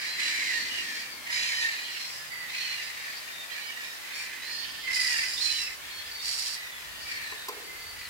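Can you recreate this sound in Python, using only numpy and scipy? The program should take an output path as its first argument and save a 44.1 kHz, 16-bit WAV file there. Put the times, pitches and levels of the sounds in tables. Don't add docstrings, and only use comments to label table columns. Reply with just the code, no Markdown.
import sys
import numpy as np
from scipy import signal
from scipy.fft import rfft, irfft, next_fast_len
from scipy.io import wavfile
from scipy.ndimage import uniform_filter1d

SR = 44100
rng = np.random.default_rng(int(sys.argv[2]) if len(sys.argv) > 2 else 0)


def int16_out(signal):
    q = np.round(np.clip(np.atleast_2d(signal).T, -1, 1) * 32767)
    wavfile.write(sys.argv[1], SR, q.astype(np.int16))


N = 356769


def undb(db):
    return 10 ** (np.asarray(db) / 20)


def unit(x):
    return x / np.sqrt(np.mean(x ** 2, axis=-1, keepdims=True) + 1e-20)


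def wander(count, rate_hz):
    k = max(int(SR / rate_hz), 2)
    smooth = uniform_filter1d(rng.standard_normal(count), k)
    return unit(uniform_filter1d(smooth, k))


def shaped(x, gain):
    size = next_fast_len(x.shape[-1])
    f = np.arange(size // 2 + 1) * SR / size + 1
    return irfft(rfft(x, size) * gain(f), size)[..., :x.shape[-1]]


def throat(x, modes):
    def gain(f):
        return sum(undb(db) / (1 + ((f - hz ** 2 / f) / width) ** 2) for hz, width, db in modes)
    return shaped(x, gain)


def noise_band(shape, modes):
    return unit(throat(rng.standard_normal(shape), modes))


def add(out, x, start_s, pan_db, lag_ms):
    for channel, sign in enumerate((1, -1)):
        i = int((start_s + sign * lag_ms / 2000) * SR)
        part = (x * undb(sign * pan_db / 2))[max(-i, 0):max(N - i, 0)]
        out[channel, max(i, 0):max(i, 0) + len(part)] += part


def fade(count, rise_s, fall_s):
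    t = np.arange(count) / SR
    return np.clip(np.minimum(t / rise_s, t[::-1] / fall_s), 0, 1)


def pulses(hz, jitter, noise, uneven):
    count = len(hz)
    unsteady = 1 + jitter * wander(count, 500) + .012 * wander(count, 30.37)
    phase = np.cumsum(hz * unsteady) / SR
    top = int(12000 / hz.max())
    puffs = np.sin(np.pi * (2 * top + 1) * phase) / (np.sin(np.pi * phase) + 1e-12) - 1
    puffs = puffs * (1 + uneven * wander(count, 45) * np.cos(np.pi * phase))
    return unit(puffs) + noise * rng.standard_normal(count)


def rattle(count, rate_hz, depth):
    phase = np.cumsum(rate_hz * (1 + 0.3255 * wander(count, 21.9))) / SR
    return np.exp(depth * np.cos(2 * np.pi * phase) + 0.16 * wander(count, 90))


# f/Hz, width/Hz, level/dB
LOWER_THROAT = [(1000, 420, -24), (1726, 130, 13), (1832, 120, 3), (2362, 410, 9.5), (2720, 4100, -15)]
UPPER_THROAT = [(4190, 2800, 6.5), (4500, 990, 5), (6660, 2700, -15.5), (7550, 1900, -6.5)]
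# multiple of the fundamental, level/dB
CLEAR_LOWER = [(1, -24), (2, 0), (3, -21)]
CLEAR_UPPER_STACK = [(3, -14.5), (4, 7), (5, 6), (6, -26), (7, -1)]


def cry(second_hz, upper_db, clear_db):
    count = len(second_hz)
    source = pulses(second_hz / 2, jitter=.03, noise=.65, uneven=.45)
    throb = rattle(count, 46, depth=.7)
    waver = 1 + 0.0128 * wander(count, 320) + 0.00607 * wander(count, 30.5)
    phase = np.pi * np.cumsum(second_hz * waver) / SR

    def stack(table):
        return unit(sum(undb(db) * np.sin(round(k) * phase) for k, db in table))

    beat = rattle(count, 92, depth=.35) * np.sqrt(throb)
    harsh_low = unit(throat(source * throb, LOWER_THROAT))
    low = harsh_low + undb(clear_db) * unit(stack(CLEAR_LOWER) * beat)
    harsh_high = unit(throat(source * np.sqrt(throb), UPPER_THROAT))
    high = harsh_high + undb(clear_db) * stack(CLEAR_UPPER_STACK)
    return unit(low) + undb(upper_db) * unit(high)


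OPENING_S, OPENING_DB = 0.028, -9
RELEASE_S = .03


def place_calls(voice, calls, attack_s):
    out = np.zeros((2, N))
    for t0, length_s, hz, end_drop_hz, db, fading_db, colour_db, pan_db, lag_ms, *voice_setting in calls:
        t = np.arange(int(length_s * SR)) / SR
        pitch_hz = hz - end_drop_hz * (t / length_s) ** 1.6
        bright_db = colour_db + OPENING_DB * np.exp(-t / OPENING_S)
        call = voice(pitch_hz, bright_db, *voice_setting)
        level = undb(db - fading_db * t / length_s) * fade(len(t), attack_s, RELEASE_S)
        add(out, call * level, t0, pan_db, lag_ms)
    return out


# t/s, length/s, second harmonic f/Hz, drop by end/Hz (negative rises), level/dB,
# fading by end/dB (negative swells), upper throat/dB, left minus right/dB, left lag/ms, clear over harsh/dB
NEAR_CRIES = [(-.1, 0.2, 1920, 57, -49, 2, -17, -5, .3, -9),
              (0.171, 0.45, 2041, 160.5, -35.5, 7, 1.5, -2, 0.4, -14),
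              (.385, .215, 2130, 330, -36, -6, -13, -6, .4, 13),
              (.6, 0.44, 2050, -110, -44.5, -0.5, 3, 1, 0.32, -9),
              (1.261, 0.31, 1935, 109, -32, 7, -13, -4.5, -.2, -6),
              (1.311, 0.38, 2031, 11.5, -36.5, 5.5, 6, -2.5, -0.32, -3),
              (1.51, .175, 1885, 60, -36, -10, -15, -2, -.2, 3),
              (1.669, 0.32, 1877, -190, -34, 17, -6, -3.5, -0.27, -14),
              (2.48, 0.45, 2021, 16, -38.5, 3, -4, -2, 1.48, -13),
              (2.898, 0.28, 1948, -10, -44, 8, -12, -2, 1.5, -4),
              (3.492, 0.26, 1930, 190, -41.5, 7, -10, -11, .2, -8),
              (3.75, 0.22, 1915, 26, -38.5, 9.5, -11, -5.5, .2, -5),
              (4.048, 0.48, 2098, 142, -45, -2.5, -12, -6, 0, -12),
              (4.865, .37, 2074, 289.5, -30.5, 0, -11.5, -5, -1.5, -3),
              (5.201, 0.085, 2036, 50, -31, 2, -15, -2.5, -1.5, -1),
              (5.272, 0.5, 1952, -100, -42, 5, 1.5, -2.5, 0.51, -9),
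              (6.559, 0.42, 2000, 112.5, -44, 10, -14, -4, .2, 7),
              (7.048, 0.29, 1913, 60.5, -40.5, -1, -13, -3, 0.23, -2),
              (7.949, 0.21, 1982, -44, -47, -2, -5, 1, 0, -3)]


def near_cries():
    return place_calls(cry, NEAR_CRIES, attack_s=0.015)


def whistle(length_s, pitch_hz, octave_db, waver_hz):
    count = int(length_s * SR)
    hz = np.interp(np.linspace(0, 1, count), [0, .2, .6, 1], pitch_hz)
    hz = uniform_filter1d(hz, count // 8)
    phase = 2 * np.pi * np.cumsum(hz + waver_hz * wander(count, 654)) / SR
    rasp = noise_band(count, [(0.77 * hz.mean(), 900, 0), (1.3 * hz.mean(), 1500, -2)])
    tone = np.sin(phase) + undb(octave_db) * np.sin(2 * phase) + waver_hz / 330 * rasp
    tremble = undb(2.4 * wander(count, 80))
    return unit(tone * tremble * fade(count, .02, .04))


# t/s, length/s, f/Hz, start below f/Hz (negative above),
# drop by end/Hz (negative rises), level/dB, octave/dB, left minus right/dB, pitch waver/Hz
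NEAR_WHISTLES = [(-.03, 0.22, 4750, -230, -100, -44, -30, -1, 68),
                 (.05, 0.28, 4144, 296.5, 233, -40, -16, -4, 35),
                 (0.187, 0.23, 1770, 37, -60, -41, -30, -7, 50),
                 (0.183, 0.032, 2060, 0, 0, -33.5, -30, -3, 57), (.2, .2, 2330, 150, 30, -39.5, -30, 0, 55),
                 (.2, .11, 2860, 0, 0, -44, -30, -3, 60), (.63, .11, 2040, 0, 0, -43, -30, -3, 40),
                 (.3, 0.14, 2160, 2, 5, -37, -25, -4, 52), (0.332, 0.27, 4030, 2, 114, -44, -30, -5, 68),
                 (0.511, 0.2, 4354, 391, -60, -44, -30, -16, 124),
                 (0.684, 0.14, 2913, -90, 110, -39, -20, -8, 61),
                 (0.858, 0.22, 2386, -3, 28, -48, -30, -4, 56), (.965, .08, 4770, 50, 0, -45.5, -37, 3, 44),
                 (1.09, .085, 4750, 0, 500, -46, -37, 3, 60), (1.303, 0.1, 5040, 7, 2, -37, -17, -2, 138),
                 (1.34, .07, 5200, 0, 0, -47, -30, -1, 60), (1.53, 0.086, 3050, 2, 30, -40.5, -30, -4, 32),
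                 (1.341, 0.23, 2490, 146, 333, -37.5, -30, -4, 110),
                 (1.653, 0.45, 4266, 324, 201, -42, -31, -2, 100),
                 (1.693, 0.066, 2054, -33, -4, -46, 1, -11, 36),
                 (1.82, .2, 3080, 0, 396, -43, -30, -6, 150), (1.75, .11, 2500, 40, 60, -44, -30, -4, 30),
                 (1.43, .08, 2420, 0, 60, -39, -30, -4, 40), (1.335, .17, 2790, 0, 30, -44, -30, -4, 70),
                 (1.913, 0.22, 5480, 0, 300, -48, -30, 3, 110),
                 (2.098, 0.23, 5150, 330, 250, -49, -30, -2, 160),
                 (2.296, .21, 2010, -43, 90, -40.5, -32, -7, 62),
                 (2.299, 0.17, 4640, 40, 150, -49.5, -30, 11, 20),
                 (2.143, 0.13, 1720, 0, 6, -47.5, -30, 1, 36),
                 (2.475, .07, 3750, 150, -100, -46, -30, -5, 120),
                 (2.53, .24, 4300, 60, 123, -38, -34, -5.5, 80),
                 (2.524, 0.25, 2486, 135, 189, -40, -30, 1, 112),
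                 (2.603, 0.26, 3000, -130, 430, -45.5, -30, -9, 87),
                 (2.81, .09, 4900, 378, -200, -48, -27, -2, 94),
                 (3.053, 0.18, 4680, 40, 192, -52, -30, 3, 45), (3.31, .155, 3670, 0, 30, -46.5, -30, 3, 8),
                 (3.5, .05, 3150, 0, 0, -47, -30, -6, 110), (3.514, 0.23, 2325, 0, 60, -48, -30, 0, 69),
                 (3.497, .11, 4200, 700, 150, -47, -29, -5, 90), (3.6, .07, 4150, 0, 80, -45, -29, -5, 110),
                 (3.6, .16, 3050, 0, 220, -44.5, -14, -4, 93), (3.655, .06, 4970, 0, 0, -47, -30, 4, 54),
                 (3.804, 0.2, 3900, 135, 405, -52, -30, 3, 47), (3.8, .19, 5350, 230, 30, -50, -30, 1, 170),
                 (4.077, 0.19, 3620, 10, -30, -52, -17, 0, 33),
                 (4.102, 0.21, 2383, -140, 15, -44, -19, 4, 65),
                 (4.115, 0.18, 4410, 70, 390, -48, -30, -5.7, 82),
                 (4.412, 0.26, 4240, 500, -250, -40.5, -32, -7, 81),
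                 (4.595, 0.3, 3063, 78, 103, -43.5, -30, -6.5, 230),
                 (4.495, 0.096, 4960, -3, 42, -45, -30, -.2, 51),
                 (4.821, 0.078, 2080, 0, -2, -43, -30, -5, 45),
                 (4.874, 0.055, 2020, 26, 38, -35, -26, -4, 46),
                 (5.237, 0.029, 2710, 0, 0, -45, -30, -6, 30),
                 (5.361, .06, 3560, 4, -500, -41, -25, -13, 100),
                 (5.397, .06, 4230, 250, 60, -33.5, -27, -10.5, 79),
                 (5.434, 0.065, 4090, -120, -170, -30.5, -27, -13, 55),
                 (5.488, 0.05, 4080, -80, 2, -31.5, -27, -12, 56),
                 (5.45, 0.084, 2516, 0, 0, -41, -30, -6, 35),
                 (5.503, 0.094, 2960, 0, -80, -39, -30, -5, 70),
                 (5.661, .07, 2090, 0, 80, -43, -30, -5, 30),
                 (5.536, 0.087, 4060, 0, 60, -37.5, -25, -11, 77),
                 (5.38, 0.043, 2460, 100, 100, -55, -14, 4, 27),
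                 (5.57, .14, 2783, -60, 332, -37, 0, -4, 40),
                 (5.816, 0.31, 3380, -190, 126, -47.5, -30, 2, 200),
                 (5.894, 0.15, 4380, 250, 76, -46, -30, -1, 41),
                 (6.037, 0.076, 4850, 100, -330, -50, -30, -3, 35),
                 (6.1, .2, 4550, 35, 80, -42, -26, 1, 60), (6.185, .075, 3700, 100, 0, -46, -30, -3.4, 20),
                 (6.45, .05, 3300, 200, 400, -48, -23, 2, 60),
                 (6.545, .17, 3980, -130, 450, -50, -36, 4, 70),
                 (6.71, 0.11, 3480, -80, 220, -51, -36, 0, 35), (6.869, 0.28, 2914, 1, 45, -52, -30, 2, 30),
                 (7, .24, 4650, 246, 500, -46, -15, 3, 56), (7.22, .13, 4130, -150, 250, -46, -9, 2, 40),
                 (6.97, 0.21, 4840, -2, 58, -52, -30, -3, 60),
                 (7.345, .13, 3800, -50, 25, -47.5, -14, -1, 25),
                 (7.011, 0.19, 5500, 188, 298, -49, -30, 1, 160),
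                 (7.062, 0.2, 2443, 174, 150, -43.5, -29, 1, 110),
                 (7.61, 0.19, 4600, 140, 40, -55, -30, 1.4, 38),
                 (7.76, 0.13, 4540, 0, 37, -49, -30, 1.4, 63),
                 (7.854, 0.13, 4590, 100, 40, -48.5, -30, 3, 38),
                 (7.97, 0.12, 4600, 0, 550, -49, -30, 1.4, 42),
                 (7.651, 0.23, 2068, -2, 20.5, -47.5, -30, -6, 28),
                 (7.853, 0.17, 2040, 0, 22, -52, -33, -7, 32)]
START_BEND_SHARE = .1
LAG_SPREAD_MS = 2.4


def near_whistles():
    out = np.zeros((2, N))
    along = np.array([0, .2, .6, 1])
    lags_ms = LAG_SPREAD_MS * rng.standard_normal(len(NEAR_WHISTLES))
    for call, lag_ms in zip(NEAR_WHISTLES, lags_ms):
        t0, length_s, hz, start_below_hz, end_drop_hz, db, octave_db, pan_db, waver_hz = call
        lag_ms = 1000 * (round(lag_ms * hz / 1000) + .25) / hz
        pitch_hz = hz - start_below_hz * np.exp(-along / START_BEND_SHARE) - end_drop_hz * along ** 2
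        add(out, undb(db) * whistle(length_s, pitch_hz, octave_db, waver_hz), t0, pan_db, lag_ms)
    return out


# t/s, level/dB
CROWD_LEVEL = [(0, -32), (.17, -35.5), (.25, -33.5), (.6, -34), (1.15, -42), (1.9, -38.5), (2.4, -47.5),
               (3, -38.5), (3.35, -42.5), (4.6, -44), (5.8, -43.5), (6.4, -44.5), (6.9, -43), (7.5, -44),
               (8.09, -57)]


def crowd(count=130):
    out = np.zeros((2, N))
    for when, size, pitch, side, kind in rng.random((count, 5)):
        length_s = .15 + .3 * size
        if kind < .75:
            arch = np.linspace(1.03, .95, int(length_s * SR))
            call = cry((1800 + 400 * pitch) * arch, -5.5, -8) * fade(len(arch), 0.077, 0.045)
        else:
            pitch_hz = (3000 + 2400 * pitch) * np.array([.97, 1, 1, .95])
            call = undb(-12) * whistle(length_s, pitch_hz, -30, 60)
        add(out, call, (when * N / SR) - .2, 8 * (side - .6), 4 * (side - .5))
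    t_s, db = np.transpose(CROWD_LEVEL)
    power = uniform_filter1d(np.mean(out ** 2, axis=0), SR // 2)
    steady = out / np.sqrt(power + 0.1)
    return steady * undb(np.interp(np.arange(N) / SR, t_s, db))


SCATTER_T60_S = .24


def scatter(x, wet_db):
    t = np.arange(int(.3 * SR)) / SR
    tail = rng.standard_normal((2, len(t))) * undb(-60 * t / SCATTER_T60_S) * (t > .002)
    tail /= np.sqrt(np.sum(tail ** 2, axis=1, keepdims=True))
    wet = signal.fftconvolve(x, tail, axes=1)[:, :N]
    return (x + undb(wet_db) * wet) / np.sqrt(1 + undb(2 * wet_db))


def turned(lead_rad, own_db):
    shared = signal.hilbert(rng.standard_normal(next_fast_len(N)))[:N]
    turn = np.exp(.5j * lead_rad * np.array([[-1], [1]]))
    return np.real(shared * turn) + undb(own_db) * rng.standard_normal((2, N))


# t/s, buffeting level/dB, rumble level/dB, low roar level/dB
WIND_LEVELS = [(0.0, -72, -62, -63), (0.13, -66, -66, -59), (0.63, -64.5, -73, -55),
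               (1.64, -63, -66, -63.5), (1.76, -64, -77, -64), (2.07, -80, -62, -62),
               (2.16, -66, -62.5, -72), (2.46, -70, -61.5, -63), (3.42, -66, -72, -61),
               (3.9, -66, -74, -61), (4.85, -64, -65.5, -56), (4.91, -61, -77, -55), (5.0, -63, -65, -54.5),
               (5.25, -60, -73, -56), (6.74, -70, -66.5, -66), (6.94, -62.5, -65.5, -59.5),
               (7.68, -64, -72, -57), (8.09, -57, -68, -72)]
# t/s, buffeting/rad, roar/rad
WIND_PHASE = [(0, 2.3, 1.2), (1.8, 2.3, 1.2), (2.2, 3, 3.2), (4.5, 3, 3.2), (5, .6, 3.2), (6.4, .6, 3.2),
              (6.8, 1.3, 2.9), (8.09, 1.3, 2.9)]
GUSTS_PER_S, GUST_DB = 3.5, 2.5
BUFFET_OWN_DB, ROAR_OWN_DB = -11, -6


def wind():
    t = np.arange(N) / SR
    t_s, buffet_db, rumble_db, roar_db = np.transpose(WIND_LEVELS)
    turn_s, buffet_rad, roar_rad = np.transpose(WIND_PHASE)
    buffet_noise = turned(np.interp(t, turn_s, buffet_rad), BUFFET_OWN_DB)
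    buffet = unit(throat(buffet_noise, [(65.0, 52, -1), (45, 100, -11)]))
    roar_noise = turned(np.interp(t, turn_s, roar_rad), ROAR_OWN_DB)
    roar = unit(throat(roar_noise, [(279, 260, 0)]))
    opposed = np.array([[1, -.12], [-.12, 1]])
    rumble = unit(throat(opposed @ rng.standard_normal((2, N)), [(142, 75, 0)]))
    gusty_db = np.interp(t, t_s, buffet_db) + GUST_DB * wander(N, GUSTS_PER_S)
    out = undb(gusty_db) * buffet
    out += undb(np.interp(t, t_s, roar_db)) * roar
    return out + undb(np.interp(t, t_s, rumble_db)) * rumble


# t/s, level/dB
DRONE_LEVEL = [(0, -66), (1.6, -63), (2.6, -68), (3.5, -60), (4.3, -75), (8.09, -75)]


def far_drone():
    level = undb(np.interp(np.arange(N) / SR, *np.transpose(DRONE_LEVEL)))
    return level * noise_band((2, N), [(660, 220, 0)])


# f/Hz, relative density/dB
HISS_SPECTRUM = [(25, -15), (60, -5), (150, -9), (500, 0), (700, .5), (1000, 4.5), (1500, 5.5), (3000, 4.5),
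                 (6000, -1.5), (12000, -3), (15700, -4.5)]
HISS_DB = -43


def recorder_hiss():
    hz, db = np.transpose(HISS_SPECTRUM)

    def gain(f):
        return undb(np.interp(np.log(f), np.log(hz), db))

    return undb(HISS_DB) * unit(shaped(rng.standard_normal((2, N)), gain))


# f/Hz, width/Hz, level/dB
SCREECH_BODY = [(2450, 2100, -12.5)]
SCREECH_RASP = [(7410, 1900, 8), (9300, 1300, 3), (11000, 2700, -2.5)]


def screech(hz, treble_db, split_hz):
    source = pulses(hz / 5, jitter=.2, noise=1.8, uneven=.8)
    source = source * rattle(len(hz), 105, depth=.32)
    pair = [(hz.mean() + side * split_hz / 2, 800, -3) for side in (-1, 1)]
    body = throat(source, pair + SCREECH_BODY)
    return unit(body) + undb(treble_db) * unit(throat(source, SCREECH_RASP))


# t/s, length/s, throat resonance f/Hz, drop by end/Hz (negative rises), level/dB,
# fading by end/dB, treble/dB, left minus right/dB, left lag/ms, resonance split/Hz
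NEAR_SCREECHES = [(1.947, 0.26, 5120, 55, -44, 1, -10, 2, .5, 300),
                  (3.132, 0.071, 4680, 0, -34.5, 6, -24, 0, -0.67, 300),
                  (4.13, 0.15, 5110, 300, -36.5, 12, -4, -2.5, 0.7, 300),
                  (4.407, 0.52, 4770, 224.5, -44.5, 1.5, -26, -1, -.4, 300),
                  (4.894, 0.52, 4954, 150.5, -27.7, 9, -9.5, -3, -1.6, 250),
                  (5.359, 0.31, 4800, -450, -32.3, 5.5, -8.5, -2.5, 0.57, 500),
                  (6.203, .37, 4830, -50, -31, 4, -9.5, -4, -1.03, 750)]


def near_screeches():
    return place_calls(screech, NEAR_SCREECHES, attack_s=0.056)


# t/s, level/dB, tick (sharpness)/dB
BLOWS = [(7.322, -44.5, -40), (7.483, -38.5, 10), (7.491, -36, -17)]
# f/Hz, level/dB, t60/s
WOOD_MODES = [(429, -2, .15), (635, -8, 0.052), (810, -5, .12), (1027, 11, 0.049), (1190, -1, 0.032),
              (1720, -14, 0.046), (2710, 2, .03)]
# f/Hz, width/Hz, level/dB, t60/s
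AIR_BOOM = (440, 156, -13.5, 1.2)
PLANK_RATTLE = (950, 900, -11, .5)


def knocks():
    out, t = np.zeros((2, N)), np.arange(int(.6 * SR)) / SR
    for start_s, db, tick_db in BLOWS:
        blow = np.zeros(len(t))
        for hz, mode_db, t60_s in WOOD_MODES:
            start_phase = 2 * np.pi * rng.random()
            blow += undb(mode_db - 60 * t / t60_s) * np.sin(2 * np.pi * hz * t + start_phase)
        for hz, width_hz, band_db, t60_s in (AIR_BOOM, PLANK_RATTLE):
            blow += undb(band_db - 60 * t / t60_s) * noise_band(len(t), [(hz, width_hz, 0)])
        tick = noise_band(len(t), [(4000, 3800, 5), (8600, 4000, -4), (12900, 6600, -2)])
        blow += undb(tick_db - 60 * t / 0.065) * tick
        add(out, undb(db) * blow * np.clip(t / .003, 0, 1), start_s, 0, -.15)
    return out


def scene():
    near_birds = near_cries() + near_whistles() + near_screeches()
    birds = scatter(near_birds, wet_db=-3) + scatter(crowd(), wet_db=-2.5)
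    return birds + wind() + far_drone() + recorder_hiss() + knocks()


TOP_HZ = 15800


def record(dry):
    return signal.sosfilt(signal.ellip(12, .2, 75, TOP_HZ, fs=SR, output="sos"), dry)


dry = scene()
out = record(dry)
int16_out(out)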